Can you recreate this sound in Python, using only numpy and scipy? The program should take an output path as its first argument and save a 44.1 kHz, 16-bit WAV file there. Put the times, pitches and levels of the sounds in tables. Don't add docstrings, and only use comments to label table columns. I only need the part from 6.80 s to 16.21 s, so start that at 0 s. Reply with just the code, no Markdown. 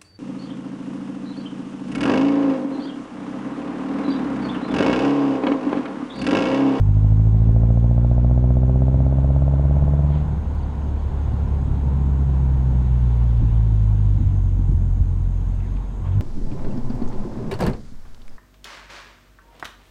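import sys
import numpy as np
from scipy import signal
from scipy.fft import rfft, irfft, next_fast_len
from scipy.io import wavfile
from scipy.ndimage import uniform_filter1d, map_coordinates

SR = 44100
rng = np.random.default_rng(int(sys.argv[2]) if len(sys.argv) > 2 else 0)


def amplitude_ratio(level_db):
    exponent = np.asarray(level_db, float) / 20
    return 10 ** exponent


def file_out(sig):
    cols = np.atleast_2d(sig).T
    lim = np.clip(cols, -1, 1)
    pcm = np.round(lim * 32767).astype(np.int16)
    wavfile.write(sys.argv[1], SR, pcm)


N = 414960

# time_s, firing_rate_hz
ENGINE_SPEED = [(0.0, 50.05), (0.4, 53.45), (0.6, 54.54), (1.0, 57.88), (2.2, 65.72), (3.0, 70.71),
                (3.4, 72.64), (3.8, 72.08), (4.2, 70.68), (4.6, 70.62), (5.4, 68.04), (5.8, 64.92),
                (7.2, 51.18), (7.6, 46.55), (8.2, 43.89), (8.6, 44.41), (9.2, 46.88), (9.41, 50.48)]
# time_s, load (0-1), burble_db of every other firing, firing_scatter_db
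THROTTLE = [(0, 1, -48, .4), (3.34, 1, -48, .4), (3.56, 0, -33, 2.2), (4.15, 0, -38, 2), (4.35, 0, -29, 2),
            (4.95, 0, -25, 1.4), (5.15, 0, -42, .6), (7.2, 0, -45, .6), (7.9, 0, -36, 1.4),
            (8.4, 0, -45, .8), (9.19, 0, -45, 1.2), (9.34, 1, -45, .7)]
# time_s, level_db
FIRING_STRENGTH = [(0, 0), (3.28, 0), (3.45, -5), (3.62, -6), (3.9, -9), (4.05, -5.5), (4.2, -7.5),
                   (4.4, -5), (4.8, -2.5), (4.98, -4), (5.12, -0.5), (5.6, 0), (7.3, 0.5), (8.2, 0),
                   (8.68, -1), (8.9, -3.5), (9.3, -9.5), (9.41, -3.5)]
# frequency_hz, gain_db
LONG_PIPE = [(44, -17), (55, -14), (72, -15), (90, -15), (105, -12), (120, -15), (160, -18), (210, -28)]
# loaded_db, overrun_db, loss (dB lost per dB of weaker firing)
OVERTONES = [
    (0, -4.5, 2.5),
    (-5, -13.5, 2),
]


def low_orders_db():
    rate_hz = curves(ENGINE_SPEED)[0]
    strength_db = curves(FIRING_STRENGTH)[0]
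    pull = np.abs(curves(THROTTLE)[0]) ** .25
    levels_db = [along(LONG_PIPE, rate_hz) + strength_db]
    for k, (loaded_db, overrun_db, loss) in enumerate(OVERTONES, start=2):
        loaded = loaded_db + .45 * strength_db
        overrun = overrun_db + loss * strength_db
        levels_db.append(along(LONG_PIPE, k * rate_hz) + pull * loaded + (1 - pull) * overrun)
    return levels_db


# frequency_hz, gain_db
MUFFLER = [(200, -31), (250, -27.5), (290, -36), (335, -46.5), (385, -35), (440, -55.5), (510, -40.5),
           (570, -48.5), (640, -43.5), (720, -53)]
# time_s, level_db
FRONT_LEVEL = [(0, -12.5), (.22, -6.5), (.62, -6), (.72, -1), (1, 0), (2.4, 1.5), (3.15, -2), (3.52, -9),
               (9.41, -16.5)]
# place in the four-firing cycle (0-1), level_db
CYLINDERS = [
    (.012, 0),
    (.285, -13),
    (.55, -16),
    (.775, -12),
]


def drone(firings):
    first_db, second_db, third_db = low_orders_db()
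    load, burble_db, scatter_db = curves(THROTTLE)
    rate_hz = curves(ENGINE_SPEED)[0]
    cycle = 2 * np.pi * (firings / len(CYLINDERS) - .1)
    size = 1 + .23 * load * np.cos(cycle)
    firings = firings + .012 * load * np.cos(cycle)
    ahead = .006 * (rate_hz - 62) * load
    lead, delay = .25 - .45 * load, .07 + .165 * load

    def order(k):
        scatter = amplitude_ratio(scatter_db * wobble(.6 * firings))
        turns = k * (firings + ahead) + lead - delay * (k - 1)
        return scatter * np.cos(2 * np.pi * turns)

    sound = amplitude_ratio(first_db + scatter_db * wobble(.5 * firings)) * np.cos(2 * np.pi * firings)
    sound = sound + amplitude_ratio(second_db) * order(2) + amplitude_ratio(third_db) * order(3)
    upper_db = .7 * curves(FRONT_LEVEL)[0] - 20 * (1 - load)
    for k in range(4, 10):
        sound = sound + amplitude_ratio(along(MUFFLER, k * rate_hz) + upper_db) * order(k)
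    bank = np.pi * (firings + 1)
    burble = amplitude_ratio(burble_db + 1.5 * wobble(.3 * firings)) * (np.cos(bank) + np.cos(3 * bank))
    return size * sound + burble


# frequency_hz, width_hz, gain_db
TAILPIPE = [(513, 83, -3), (653, 68, 3), (867, 99, -4), (1320, 76, -9.5)]


def bark(firings):
    place, level_db = np.transpose(CYLINDERS)
    cycles = np.arange(int(firings[-1] / len(place)))[:, None]
    chance = rng.standard_normal((len(cycles), 2, len(place)))
    ahead = .01 * (np.maximum.accumulate(curves(ENGINE_SPEED)[0]) - 57)
    arrival = len(place) * (cycles + place + .0012 * chance[:, 0])
    at = np.searchsorted(firings + ahead, arrival)
    heights = amplitude_ratio(level_db + [.6, 2, 2, 2] * chance[:, 1])
    fronts = np.bincount(at.ravel(), heights.ravel(), N)[:N]
    fronts = fronts * amplitude_ratio(curves(FRONT_LEVEL)[0] + 17.5) * curves(THROTTLE)[0]

    def pipe(f):
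        total = 0
        for k, (hz, width_hz, gain_db) in enumerate(TAILPIPE):
            damping = 1j * f * width_hz
            total = total + (-1) ** k * amplitude_ratio(gain_db) * damping / (hz * hz - f * f + damping)
        return total

    def slope(f, hz):
        return 1 / (hz * hz - f * f + 1.4j * f * hz)

    def radiated(f):
        wadding = (950 ** 2 * slope(f, 950)) ** 2.5
        short_pipe = f * f * slope(f, 430)
        return pipe(f) * wadding * short_pipe

    return filtered(fronts, radiated)


# frequency_hz, density_db
BUFFET_SPECTRUM = [(8, -24), (16, -9), (33, 1), (60, -1), (110, -1.5), (170, -4), (260, -11.5), (400, -26),
                   (800, -57.5), (1500, -120)]
TYRE_SPECTRUM = [(180, -28.5), (300, -5.5), (380, -2.5), (435, -4), (500, -5.5), (590, -9), (750, -7),
                 (883, -6.5), (1060, -9.5), (1220, -18.5), (1400, -16), (1700, -24.5), (2380, -32.5),
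                 (3900, -47.5), (6600, -120)]
HISS_SPECTRUM = [(880, -29), (1500, -1.5), (2270, -3.5), (3770, -6.5), (4620, -13.5), (5600, -18.5),
                 (7280, -55), (12300, -120)]
HOUSING_SPECTRUM = [(2900, -36.5), (5000, -11.5), (5800, -11), (6200, -4), (6490, 1), (6800, -4),
                    (7300, -6.5), (9000, -10.5), (10200, -19), (12300, -15.5), (13200, -20), (14000, -30),
                    (15000, -60.5)]
# centre_s, rise_db over the steady buffeting, length_s
GUSTS = [(.6, 4.5, .15), (1.5, 2.5, .25), (2.2, 5, .3), (3.0, 6, .12), (4.6, 2.5, .3), (5.1, 4, .25),
         (5.55, 3.5, .12), (6.0, 2.5, 0.22), (6.6, .5, 0.22), (7.5, 3, 0.33), (8.15, 3, .3),
         (9.41, 5, 0.073)]
# time_s, level_db
HEADWIND = [(0, 0.5), (3.4, -1), (4.3, 0), (5.3, -2), (6.6, 2), (7.3, 1), (8.1, -2.5), (8.6, -1), (9, 1),
            (9.41, -1.5)]
# time_s, gain_db
GAIN_CONTROL = [(0, -1), (.5, -2), (1.8, -4), (3.1, -2), (3.9, -1), (4.7, 0), (5.4, 0.05), (9.41, 0.5)]


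def road():
    seconds = np.arange(N) / SR
    doublings = np.log2(curves(ENGINE_SPEED)[0] / 60)
    load, gain_db = curves(THROTTLE)[0], curves(GAIN_CONTROL)[0]

    buffet_db = -30 + 4 * doublings - 1.5 * load + .93 * wobble(13 * seconds)
    for centre_s, rise_db, length_s in GUSTS:
        buffet_db = buffet_db + rise_db * np.exp(-((seconds - centre_s) / length_s) ** 2)
    roar_db = -43 + 12 * doublings + 2 * load + gain_db + .26 * wobble(14 * seconds)
    hiss_db = -59 + 6 * doublings + gain_db + curves(HEADWIND)[0] + .49 * wobble(6 * seconds)

    buffet = amplitude_ratio(buffet_db) * rush(BUFFET_SPECTRUM, patchy_db=.7)
    roar = amplitude_ratio(roar_db) * rush(TYRE_SPECTRUM, patchy_db=.5)
    hiss = amplitude_ratio(hiss_db) * rush(HISS_SPECTRUM, patchy_db=.76)
    housing = amplitude_ratio(-67 + gain_db) * rush(HOUSING_SPECTRUM, patchy_db=1.2)
    return buffet + roar + hiss + housing


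# start_s, peak_db, pitch_hz
THUMPS = [(2.441, -30, 45.4), (3.566, -15, 102), (6.609, -7.5, 44.6), (6.697, -13, 40), (7.258, -20, 78.6),
          (7.387, -13, 89.5), (7.462, -7, 61.3), (7.733, -17, 91.5), (7.821, -22, 100), (7.893, -6.5, 109),
          (7.946, -4, 65.3), (8.11, -22, 40), (8.206, -5, 61.4)]


def thumps():
    out, t = np.zeros(N + SR), np.arange(SR // 5) / SR
    for start_s, peak_db, pitch_hz in THUMPS:
        swell = t * pitch_hz * 3 * np.exp(-t * pitch_hz * 3.04)
        swing = np.sin(2 * np.pi * pitch_hz * t)
        out[round(start_s * SR):][:len(t)] += amplitude_ratio(peak_db + 6.5) * swell * swing
    return out[:N]


# centre_s, level_db, centre_hz, width_hz, length_s
PUFFS = [(3.352, -54.5, 2300, 3300, 0.075), (3.355, -44.5, 2000, 3000, 0.0026),
         (3.75, -60, 8000, 9000, .0015), (3.955, -61, 6960, 5000, 0.0017),
         (4.222, -62.5, 3500, 6000, .0015), (4.237, -60, 5000, 6000, .0015), (4.688, -64, 6000, 3000, .002),
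         (7.916, -56, 4000, 7000, .0015), (8.805, -47, 1300, 3800, .0025), (8.85, -55, 1870, 900, 0.033),
         (8.969, -49, 1300, 3600, .004), (9.02, -51, 950, 400, 0.048), (9.26, -47, 970, 400, 0.035),
         (9.27, -52.5, 2000, 2500, 0.022), (9.33, -57, 2500, 2500, .02), (3.6, -36, 111, 200, 0.054),
         (4.15, -35.5, 199, 200, .06), (5.4, -36, 196, 200, 0.085), (6.63, -28.5, 201, 250, 0.028),
         (7.15, -34, 198, 198, 0.015), (7.41, -29.5, 180, 220, 0.036), (7.8, -33, 219, 250, 0.03),
         (7.92, -34, 220, 300, 0.024), (7.97, -34, 214, 250, 0.018)]


def puffs():
    out, t = np.zeros(N + SR), np.arange(SR // 5) / SR
    f = np.fft.rfftfreq(len(t), 1 / SR)
    for centre_s, level_db, centre_hz, width_hz, length_s in PUFFS:
        band = 1 + ((f - centre_hz) / (width_hz / 2)) ** 4
        air = unit(irfft(rfft(rng.standard_normal(len(t))) / band, len(t)))
        bell = np.exp(-((t - .1) / length_s) ** 2)
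        out[round((centre_s - .1) * SR):][:len(t)] += amplitude_ratio(level_db) * air * bell
    return out[:N]


# start_s, level_db, start_hz, end_hz, length_s
CHIRPS = [(.14, -65, 4900, 4500, .02), (3.752, -60, 4600, 4200, .012), (3.777, -63, 4930, 4300, .022),
          (3.822, -58, 4900, 4100, 0.025), (4.035, -66, 5000, 4700, .015), (4.07, -67, 5000, 4700, .015),
          (4.183, -62, 4700, 4100, .03), (4.362, -67, 5100, 4800, .015), (4.53, -62, 4600, 4200, .018),
          (4.575, -63, 4600, 4200, 0.016), (4.67, -65, 5500, 5200, .015), (4.772, -65, 5000, 4700, .018),
          (4.812, -68, 5000, 4700, .018)]


def chirps():
    out, t = np.zeros(N + SR), np.arange(SR // 5) / SR
    for start_s, level_db, start_hz, end_hz, length_s in CHIRPS:
        u = np.clip(t / length_s, 0, 1)
        turns = np.cumsum(start_hz + (end_hz - start_hz) * u) / SR
        whistle = np.sin(np.pi * u) * np.sin(2 * np.pi * turns)
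        out[round(start_s * SR):][:len(t)] += amplitude_ratio(level_db) * whistle
    return out[:N]


def unit(x):
    return x / np.sqrt(np.mean(x ** 2) + 1e-20)


def curves(rows):
    s, *columns = np.transpose(rows)
    t = np.arange(N) / SR
    return [uniform_filter1d(np.interp(t, s, c), size=441) for c in columns]


def along(points, hz):
    f, v = np.transpose(points)
    return np.interp(np.log(hz + 1), np.log(f + 1), v)


def wobble(position):
    knots = rng.standard_normal(int(position[-1]) + 4)
    return map_coordinates(knots, [np.abs(position)])


def filtered(x, response):
    m = next_fast_len(N + SR // 2)
    return irfft(rfft(x, m) * response(np.fft.rfftfreq(m, 1 / SR)), m)[:N]


def rush(spectrum, patchy_db):
    z = signal.stft(rng.standard_normal(N), nperseg=512)[2]
    field = uniform_filter1d(rng.standard_normal(z.shape), size=5, axis=0)
    field = uniform_filter1d(field, size=10, axis=1)
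    patchy = signal.istft(z * amplitude_ratio(patchy_db * unit(field)), nperseg=512)[1][:N]
    return unit(filtered(patchy, lambda f: amplitude_ratio(along(spectrum, f))))


def scene():
    firings = -.3077 + np.cumsum(curves(ENGINE_SPEED)[0]) / SR
    engine = drone(firings) + bark(firings)
    return (engine + road() + thumps() + puffs() + chirps())[None]


def band_limit(x):
    return signal.sosfilt(signal.butter(12, 15670, fs=SR, output="sos"), x)


def record(dry):
    soft = dry / (1 + np.abs(dry / .56) ** 6) ** (1 / 6)
    return band_limit(soft)


dry = scene()
out = record(dry)
file_out(out)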